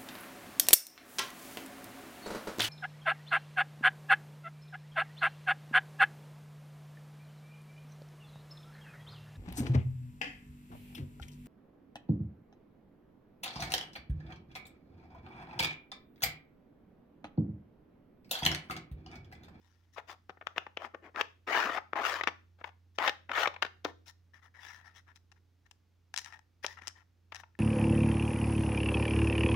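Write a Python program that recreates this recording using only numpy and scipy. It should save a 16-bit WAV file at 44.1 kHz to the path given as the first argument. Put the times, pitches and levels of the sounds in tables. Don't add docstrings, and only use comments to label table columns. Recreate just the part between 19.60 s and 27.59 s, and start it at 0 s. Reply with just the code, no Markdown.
import sys
import numpy as np
from scipy import signal
from scipy.fft import rfft, irfft, next_fast_len
from scipy.io import wavfile
from scipy.ndimage import uniform_filter1d, map_coordinates

SR = 44100
rng = np.random.default_rng(int(sys.argv[2]) if len(sys.argv) > 2 else 0)


def wav_out(sig):
    wavfile.write(sys.argv[1], SR, np.round(np.clip(np.atleast_2d(sig).T, -1, 1) * 32767).astype(np.int16))


N = 352359

# start in seconds, speeding up in seconds, slowing down in seconds,
# level at top speed in dB, swell in dB, bass and treble in dB (a shared offset is added), ring of the cup in Hz.
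CUP_PUSHES = [(0.358, 0.025, 0.03, -42.5, 18, -22.5, -15.5, 1180),
              (0.47, 0.038, 0.043, -51.5, 6, -19.5, -4.5, 1130),
              (0.956, 0.021, 0.014, -39, 17.5, -13, -18.5, 1260),
              (1.185, 0.063, 0.036, -45, 15, -7.5, -15.5, 1280),
              (1.335, 0.012, 0.018, -49.5, 9, 3, -25, 1250),
              (1.42, 0.044, 0.042, -52.5, 11, -7.5, -22.5, 875),
              (1.538, 0.021, 0.0072, -46.5, 21, -10, -21, 1030),
              (1.563, 0.038, 0.016, -35, 4.5, -12.5, -17, 1370),
              (1.867, 0.11, 0.13, -29.5, 9, -19, -13.5, 1484),
              (2.083, 0.067, 0.044, -35.5, 3, -22, -15, 1301),
              (2.351, 0.022, 0.05, -31.5, 7, -17.5, -22.5, 1040),
              (2.405, 0.065, 0.14, -31, 13, -23, -9, 1400),
              (2.98, 0.027, 0.027, -65, 8.5, -18, -13.5, 1030),
              (3.044, 0.02, 0.04, -53.5, 7, -19, -13.5, 899.6),
              (3.384, 0.096, 0.014, -29, 9, -28.5, -16, 1540),
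              (3.689, 0.024, 0.02, -41.5, 7, -13.5, -25, 941),
              (3.725, 0.1, 0.046, -28.5, 12, -25, -12, 1390),
              (4.255, 0.008, 0.059, -48.5, 12, -8, -10, 1100)]
# time in seconds, level in dB,
# thump in dB, hardness in dB, chatter in dB, ring of the struck spot in Hz,
# flight before the first rebound in seconds (0 for no rebound).
TRAY_KNOCKS = [(0.3809, -42.5, -1.5, 0, 22, 810, 0.002), (0.4959, -46.5, 4, -12, 5, 1160, 0.0025),
               (0.6956, -44.5, 8, 1.5, -6.5, 765, 0.0078), (0.772, -60, 11, -24.5, 5, 1940, 0),
               (0.8125, -48.5, 0, -16, 5.5, 1820, 0.000039), (0.8235, -57, 10, -4, 1.5, 450, 0.00015),
               (0.8707, -35.5, -12, 7.5, -18, 1700, 0.000085), (0.9626, -50, 3, 0.5, -0.5, 1250, 0),
               (0.981, -32, 3, 9, -9.5, 2800, 0.0012), (1.0666, -45, 4, -5, -3, 800, 0.00084),
               (1.1726, -42, 1, 3, -11.5, 3060, 0.0004), (1.2486, -40.5, -3.5, -1, -8, 1240, 0.00046),
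               (1.3466, -43.5, 8.5, -3.5, 0, 430, 0), (1.5609, -40, -11.5, 1, -11.5, 1277, 0),
               (1.6114, -29, -3, 10, -4, 2700, 0.0018), (1.8853, -38, -1, -3, 7, 945, 0.00099),
               (1.9485, -31, 0, -12, 10.5, 1235, 0.0021), (1.9754, -33, -2, -7.5, -5.5, 1740, 0.0015),
               (2.1736, -36.5, 4, 5, -1, 1550, 0.013), (2.3333, -32.5, 4.5, -4, -14, 1300, 0),
               (2.3569, -36.5, 4.5, -6, 2.5, 989, 0.00094), (2.6113, -31, -4, 3.5, -4, 2000, 0),
               (2.6363, -34.5, -3, 9.5, 1, 1090, 0.00019), (2.6736, -25.5, -0.5, 6.5, 2.5, 2110, 0.0096),
               (3.012, -52, 1.5, -16, 7.5, 964, 0.0011), (3.0427, -38.5, -9.5, -2.5, -2.5, 1050, 0.00029),
               (3.092, -58.5, -5, 6, -3, 930, 0), (3.3863, -33.5, -1, 8, -11, 1778, 0.0016),
               (3.4772, -27, 1.5, 12.5, 4, 1630, 0.0064), (3.4944, -32.5, 1, 14, -3, 1776, 0.0013),
               (3.6951, -41, -6, -11, -7, 870, 0), (3.7162, -34, 1, 1.5, -3, 1410, 0),
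               (3.78, -32, -12, 0, -3.5, 1902, 0.00033), (3.8577, -28, -12.5, -4, 0, 2266, 0.0014),
               (3.8729, -31, 7, 10.5, 15.5, 1200, 0.00016), (3.9416, -50, -5.5, 3.5, -1.5, 897, 0.00044),
               (3.9629, -45.5, -7, 0, 6.5, 2470, 0.000074), (4.0246, -29.5, -14, 13, -8, 1420, 0.00047),
               (4.0274, -29, 3, 9, 8, 1499, 0.022), (4.2477, -43, 20, 24, 1.5, 1830, 0.0012),
               (4.2514, -35.5, 7, -11, 0.5, 300, 0.0008), (4.259, -41.5, 6.5, -7, 6, 1488, 0),
               (7.0452, -34.5, 0.5, 2.5, 2.5, 990, 0), (7.7221, -44.5, -10.5, 8, 4, 722, 0.0019),
               (7.8351, -52, -19, -5, 6, 863, 0.00065)]
# start in seconds, speeding up in seconds,
# slowing down in seconds, level at top speed in dB, treble in dB (a shared offset is added).
FINGER_STROKES = [(0.0, 0.033, 0.28, -75.5, 0), (0.325, 0.018, 0.03, -71, 10),
                  (3.347, 0.014, 0.026, -73, 8), (4.457, 0.034, 0.024, -57, 6.5),
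                  (4.733, 0.014, 0.057, -58.5, -9), (4.815, 0.028, 0.045, -55.5, -10),
                  (4.938, 0.011, 0.07, -56, -14), (4.97, 0.112, 0.138, -51.5, -3.5),
                  (5.175, 0.027, 0.049, -59, -13), (5.29, 0.02, 0.04, -62.5, -11.5),
                  (5.24, 0.028, 0.035, -51, -10), (5.341, 0.028, 0.044, -55.5, -2.5),
                  (5.464, 0.024, 0.045, -58, -15), (5.549, 0.012, 0.02, -64.5, 5.5),
                  (5.755, 0.01, 0.025, -66.5, -12), (6.05, 0.016, 0.014, -65.5, -7),
                  (6.588, 0.0075, 0.05, -57, 6), (6.645, 0.02, 0.073, -54.5, -4.5),
                  (6.72, 0.019, 0.046, -53, -11), (7.026, 0.02, 0.02, -48, 4),
                  (7.07, 0.043, 0.05, -53.5, -2.5), (7.168, 0.012, 0.024, -46.5, -17),
                  (7.209, 0.066, 0.044, -52.5, -9), (7.352, 0.023, 0.059, -57, -13),
                  (7.735, 0.022, 0.05, -54.5, -3), (7.775, 0.031, 0.017, -54.5, -4)]
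# time in seconds, level in dB, thump in dB,
# hardness in dB, ring of the struck spot in Hz, number of bounces, first flight in seconds.
PIECE_TICKS = [(4.7454, -62, -10, -11, 1830, 0, 0), (5.5597, -65.5, -10, 4, 3370, 1, 0.006),
               (5.7174, -62.5, -5, -2, 2750, 1, 0.006), (6.112, -61, 2.5, 7, 3016, 0, 0),
               (6.5411, -40, -4, 5, 1693, 0, 0), (6.5628, -45.5, -14, 13, 3420, 0, 0),
               (6.5764, -40, -13, 8.5, 1780, 2, 0.0093), (6.6465, -54, -5, 16, 1830, 0, 0),
               (6.6603, -49, -3, 0, 1760, 0, 0), (6.725, -50.5, -8, -6.5, 1890, 2, 0.01),
               (6.7918, -57.5, 9, -4, 858.4, 0, 0), (7.0645, -44.5, 10, 9.5, 3397, 0, 0),
               (7.0824, -49, 11, -4, 1779, 0, 0), (7.221, -51, 24, -6, 1816, 0, 0),
               (7.2724, -46.5, 19.5, 13.5, 1960, 1, 0.0076), (7.7471, -46.5, 2.5, 3.5, 1829, 2, 0.0104),
               (7.952, -60.5, -22, -20.5, 1830, 0, 0)]
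# frequency in Hz, gain in dB.
SCRAPE_TONE = [(76, -58), (130, -25), (291, -7), (554, -4.5), (625, -2), (1520, -6), (1750, -3), (1970, -5),
               (2220, -6.5), (3910, -15.5), (6470, -24), (8070, -36), (12300, -41), (15100, -32),
               (16000, -38)]
TRAY_KNOCK_TONE = [(150, -10), (250, -10.5), (400, -4), (700, -2), (1200, -1.5), (1800, -3), (2600, -5.5),
                   (3600, -12), (4500, -21.5), (6000, -26), (8000, -44.5), (12000, -51), (15200, -43.5)]
FINGER_TONE = [(300, -18.5), (550, -18.5), (750, -10.5), (1000, -8.5), (1350, -11), (1900, -4.5),
               (2500, -11), (3500, -11), (4500, -20), (5800, -12), (8000, -28), (10000, -22.5),
               (13000, -35.5), (15200, -26)]
PIECE_TONE = [(250, -21), (480, -21.5), (750, -3.5), (1200, -8), (1900, -6), (2500, -1), (3500, -8),
              (4400, -13.5), (5700, -7), (8000, -16.5), (10000, -20), (13000, -31), (15200, -34.5)]
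# centre in Hz, width in Hz, lift in dB.
TRAY_MODES = [(370, 37, -0.5), (820, 37, 3), (1260, 430, 2), (1797, 52, 3), (2250, 160, 0.5),
              (3520, 220, 0.5), (4180, 690, -4.5), (6000, 300, -4)]
WELL_MODES = [(930, 280, 4.5), (1350, 116, 9), (1797, 340, 9.5), (3600, 500, 1.5), (3960, 240, 5.5),
              (5060, 480, 5.5), (5620, 400, 3.5), (7100, 390, 1.5), (9800, 1300, -4)]
# frequency in Hz, left minus right in dB.
STEREO_LEAN = [(200, 2), (380, 2.5), (700, 5.5), (1100, 9), (1700, 7), (2700, 10), (4400, 6), (8100, 9),
               (15000, 12)]
# frequency in Hz, likeness (0 to 1).
STEREO_LIKENESS = [(400, 1), (800, .93), (1500, 0.52), (2500, 0.27), (4500, .35), (8000, 0.27)]
# frequency in Hz, time to fall 60 dB in seconds.
ROOM_T60 = [(200, 0.73), (530, 0.18), (1400, 0.31), (3700, 0.32), (10000, 0.2345)]
# frequency in Hz, gain in dB.
ROOM_STRENGTH = [(250, -18.5), (700, -10.5), (1200, -14.5), (1800, -16), (2800, -18.5), (5000, -13.5),
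                 (12000, -16.5)]
# time in seconds, level in dB.
HUM_LEVEL = [(0.0, -68.5), (1.2, -68.3), (2.4, -67.5), (2.56, -63.7), (3.27, -63), (3.52, -66.5),
             (3.69, -64), (4.38, -62.5), (4.74, -65.5), (5.72, -66.5), (6.12, -71), (6.72, -67.3),
             (6.92, -72), (7.17, -62.3), (7.54, -70.5), (7.79, -61.7), (7.99, -70.5)]
# frequency in Hz, relative gain in dB.
RUMBLE_TONE = [(20, -12), (42, -7.5), (58, 11), (72, -2.5), (115, -14.5), (170, -2.5), (300, -47)]
AIR_TONE = [(71, -27), (120, -6.5), (136, -16), (278, -14.5), (580, -26.5), (1790, -30.5), (6110, -36.5),
            (8140, -45.5), (13300, -46.5), (15000, -40.5), (16000, -49)]

FLIGHT_SHRINK = 0.65
CUP_LOSS_DB, TICK_LOSS_DB = 9, 3
SPOT_DB, SPOT_AT_DB, SPOT_PER_DB = 6.5, -35, 0.04
SLOW_BASS_DB, SLOW_TREBLE_DB, SLOW_RING_DROP = 10, -4.5, 0.17
RUB_SWELL_DB, RUB_SLOW_TREBLE_DB = 11.5, -4.5
TICK_CHATTER_DB = -4.5
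HUM_HZ = 87.6
TOP_HZ = 15900


def slides(bass_db=14, treble_db=14, cup_db=5.0, cup_width_hz=520):
    track = np.zeros((2, N))
    judder_db = 1.6 * wobble(170)
    for start_s, rise_s, fall_s, db, swell_db, bass, treble, cup_hz in CUP_PUSHES:
        gain, slow = stroke(rise_s, fall_s, swell_db, edge_s=0.009)

        def colour(hz, read):
            slowness = read(slow)
            low_db = bass + bass_db + SLOW_BASS_DB * slowness
            high_db = treble + treble_db + SLOW_TREBLE_DB * slowness
            ring_hz = cup_hz * (1 - SLOW_RING_DROP * slowness)
            return tilt(hz, low_db, high_db) + cup_db * bell(hz, ring_hz, cup_width_hz)

        force = friction(len(gain), slips_per_s=1700, spread_db=2.5, smooth=0.5)
        scrape = plastic(force, SCRAPE_TONE, TRAY_MODES)
        scrape = travel(scrape, colour, patchy_db=3.4)
        add(track, start_s, amp(db) * gain * unit(scrape))
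    return track * amp(judder_db)


def knocks():
    blows = []
    for s, db, *colour, flight_s in TRAY_KNOCKS:
        count = 2 if flight_s > 0 else 0
        for contact in bounces(s, db, flight_s, CUP_LOSS_DB, count):
            blows.append((*contact, *colour))
    return contacts(blows, TRAY_KNOCK_TONE, TRAY_MODES,
                    ring_t60=0.025, bounce_db=-19, lead_in_db=-13, flex_s=0.00066)


def rubs(treble_db=4):
    track = np.zeros((2, N))
    judder_db = 1.3 * wobble(170)
    for start_s, rise_s, fall_s, db, treble in FINGER_STROKES:
        gain, slow = stroke(rise_s, fall_s, RUB_SWELL_DB, edge_s=0.003)

        def colour(hz, read):
            return tilt(hz, 0, treble + treble_db + RUB_SLOW_TREBLE_DB * read(slow))

        force = friction(len(gain), slips_per_s=320, spread_db=2.5, smooth=0.9)
        rub = travel(plastic(force, FINGER_TONE, WELL_MODES), colour, patchy_db=3.4)
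        add(track, start_s, amp(db) * gain * rub)
    return track * amp(judder_db)


def ticks():
    blows = []
    for s, db, thump_db, hard_db, ring_hz, number, flight_s in PIECE_TICKS:
        for contact in bounces(s, db, flight_s, TICK_LOSS_DB, count=round(number)):
            blows.append((*contact, thump_db, hard_db, TICK_CHATTER_DB, ring_hz))
    return contacts(blows, PIECE_TONE, WELL_MODES,
                    ring_t60=0.013, bounce_db=-14.0, lead_in_db=-22.5, flex_s=0.00058)


def contacts(blows, tone, modes, ring_t60, bounce_db, lead_in_db, flex_s, ring_share=0.21, size=2048):
    track = np.zeros((2, N))
    lead = size // 8
    t = (np.arange(size) - lead) / SR
    after = np.maximum(t, 0)

    def burst(shape):
        return unit(rng.standard_normal((2, size)) * shape) / np.sqrt(size)

    for s, db, thump_db, hard_db, chatter_db, ring_hz in blows:
        lead_in = burst((t < 0) * np.exp(-np.abs(t) / 0.002))
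        push = 0.65 * burst((t > 0) * np.exp(-after / flex_s))
        push[[0, 1], [lead, lead + rng.integers(-8, 9)]] += 0.76
        rattle = burst(amp(-60 * after / ring_t60) * (1 - np.exp(-after / 0.0008)))
        force = amp(lead_in_db) * lead_in + push + amp(chatter_db) * rattle
        force[0, lead + int(rng.uniform(0.002, 0.009) * SR)] += amp(bounce_db)
        spot_db = min(SPOT_DB + SPOT_PER_DB * (SPOT_AT_DB - db), 11)
        spot = (ring_hz, ring_share * ring_hz, spot_db)
        knock = plastic(force, tone, [*modes, spot], thump_db, hard_db)
        add(track, s - lead / SR, amp(db) * knock)
    return track


def bounces(s, db, flight_s, loss_db, count):
    contact_list = [(s, db)]
    for k in range(1, count + 1):
        flown_s = flight_s * sum(FLIGHT_SHRINK ** j for j in range(k))
        contact_list.append((s + flown_s, db - loss_db * k))
    return contact_list


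def friction(size, slips_per_s, spread_db, smooth):
    caught = rng.random(size) < slips_per_s / SR
    slip_size = amp(spread_db * np.minimum(rng.exponential(size=size), 3))
    kicks = caught * slip_size * rng.choice([-1, 1], (2, size))
    return unit(kicks) + smooth * rng.standard_normal((2, size))


def stroke(rise_s, fall_s, swell_db, edge_s):
    length_s = rise_s + fall_s
    t = np.arange(0, length_s, 1 / SR)
    slow = 1 - np.cos(np.pi / 2 * np.interp(t, [0, rise_s, length_s], [-1, 0, 1]))
    soft_ends = np.clip(np.minimum(t, length_s - t) / edge_s, 0, 1)
    return amp(-swell_db * slow) * soft_ends, slow


def plastic(force, tone, modes, thump_db=0, hard_db=0):
    length = force.shape[1]
    size = next_fast_len(length + 2048)
    hz = np.fft.rfftfreq(size, 1 / SR)
    peaks_db = sum(lift * bell(hz, centre, width) for centre, width, lift in modes)
    radiation = hz ** 4 / (hz ** 4 + 190 ** 4)
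    gain = amp(along(tone, hz) + tilt(hz, thump_db, hard_db) + peaks_db) * radiation
    cepstrum = irfft(np.log(gain + 1e-6), size)
    cepstrum[1:size // 2] *= 2
    cepstrum[size // 2 + 1:] = 0
    shared, apart = rfft(force, size) * np.exp(rfft(cepstrum))
    middle = (hz > 700) & (hz < 2500)
    power = 2 * np.sum(np.abs(shared[middle]) ** 2) / size / length
    alike = np.clip(along(STEREO_LIKENESS, hz), 0, 1)
    lean = amp(along(STEREO_LEAN, hz))
    left = lean * shared
    right = alike * shared + np.sqrt(1 - alike ** 2) * apart
    pair = np.array([left, right]) * 2 / (1 + lean)
    return irfft(pair, size)[:, :length] / np.sqrt(power)


def travel(x, colour_db, patchy_db, size=512):
    overlap = size * 3 // 4
    padded = np.pad(x, ((0, 0), (0, size)))
    hz, t, z = signal.stft(padded, SR, nperseg=size, noverlap=overlap)

    def read(control):
        return np.interp(t * SR, np.arange(len(control)), control)

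    patches = rng.standard_normal(z.shape[1:])
    patches = uniform_filter1d(patches, size=3, axis=0)
    patches = uniform_filter1d(patches, size=14, axis=1)
    z = z * amp(colour_db(hz[:, None], read) + patchy_db * unit(patches))
    return signal.istft(z, SR, nperseg=size, noverlap=overlap)[1][:, :x.shape[1]]


def bell(hz, centre, width):
    return 1 / (1 + (2 * (hz - centre) / width) ** 2)


def tilt(hz, bass_db, treble_db):
    bass_part = bass_db * along([(350, 0.87), (900, 0)], hz)
    return bass_part + treble_db * along([(1900, 0.034), (4500, 0.99)], hz)


def room(x, delay_s=0.0096, count=32):
    wet = np.zeros((2, N))
    for stretch in np.array_split(np.arange(N), count):
        hz, t, z = signal.stft(rng.standard_normal((2, SR // 2)), SR, nperseg=256)
        decay = amp(-60 * t / along(ROOM_T60, hz)[:, None])
        tail = signal.istft(z * decay, SR, nperseg=256)[1]
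        tail *= 1 - np.exp(-(np.arange(tail.shape[1]) / SR / delay_s) ** 2)
        tail /= np.linalg.norm(tail[0])
        mono = x[:, stretch].mean(0)[None]
        add(wet, stretch[0] / SR, signal.fftconvolve(mono, tail, axes=1))
    return filtered(wet, lambda hz: amp(along(ROOM_STRENGTH, hz))) * amp([[1], [-1]])


def background():
    t = np.arange(N) / SR
    phase = 2 * np.pi * HUM_HZ * t + 0.04 * wobble(3)
    waver_db = 0.8 * wobble(11)
    hum_db = np.interp(t, *np.transpose(HUM_LEVEL)) + waver_db
    hum = amp(hum_db) * unit(np.sin(phase) + amp(-26.5) * np.sin(2 * phase))
    rumble_noise = rng.standard_normal(N) + 0.3 * rng.standard_normal((2, N))
    rumble = unit(filtered(rumble_noise, lambda hz: amp(along(RUMBLE_TONE, hz))))
    air_noise = 1.4 * rng.standard_normal(N) + rng.standard_normal((2, N))
    air = unit(filtered(air_noise, lambda hz: amp(along(AIR_TONE, hz))))
    return hum * amp([[-1.6], [1.4]]) + amp(-80.0) * rumble + amp(-77.0) * air


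def amp(db):
    return 10 ** (np.asarray(db) / 20)


def unit(x):
    return x / np.sqrt(np.mean(x ** 2) + 1e-20)


def along(points, hz):
    f, v = np.transpose(points)
    return np.interp(np.log(hz + 1), np.log(f + 1), v)


def wobble(rate):
    knots = rng.standard_normal(int(N * rate / SR) + 4)
    return map_coordinates(knots, [np.arange(N) * rate / SR])


def filtered(x, response):
    m = next_fast_len(N + SR // 2)
    return irfft(rfft(x, m) * response(np.fft.rfftfreq(m, 1 / SR)), m)[..., :N]


def add(track, s, sound):
    start = max(round(s * SR), 0)
    part = track[:, start:][:, :sound.shape[1]]
    part += sound[:, :part.shape[1]]


def scene():
    cups = amp(-7) * knocks() + amp(1.12) * slides()
    finger = amp(-9) * ticks() + amp(-3.5) * rubs()
    leftward = amp([[1], [-3]])
    return cups + leftward * finger + room(cups + finger) + background()


def record(dry):
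    return filtered(dry, lambda hz: 1 / np.sqrt(1 + (hz / TOP_HZ) ** 200))


dry = scene()
out = record(dry)
wav_out(out)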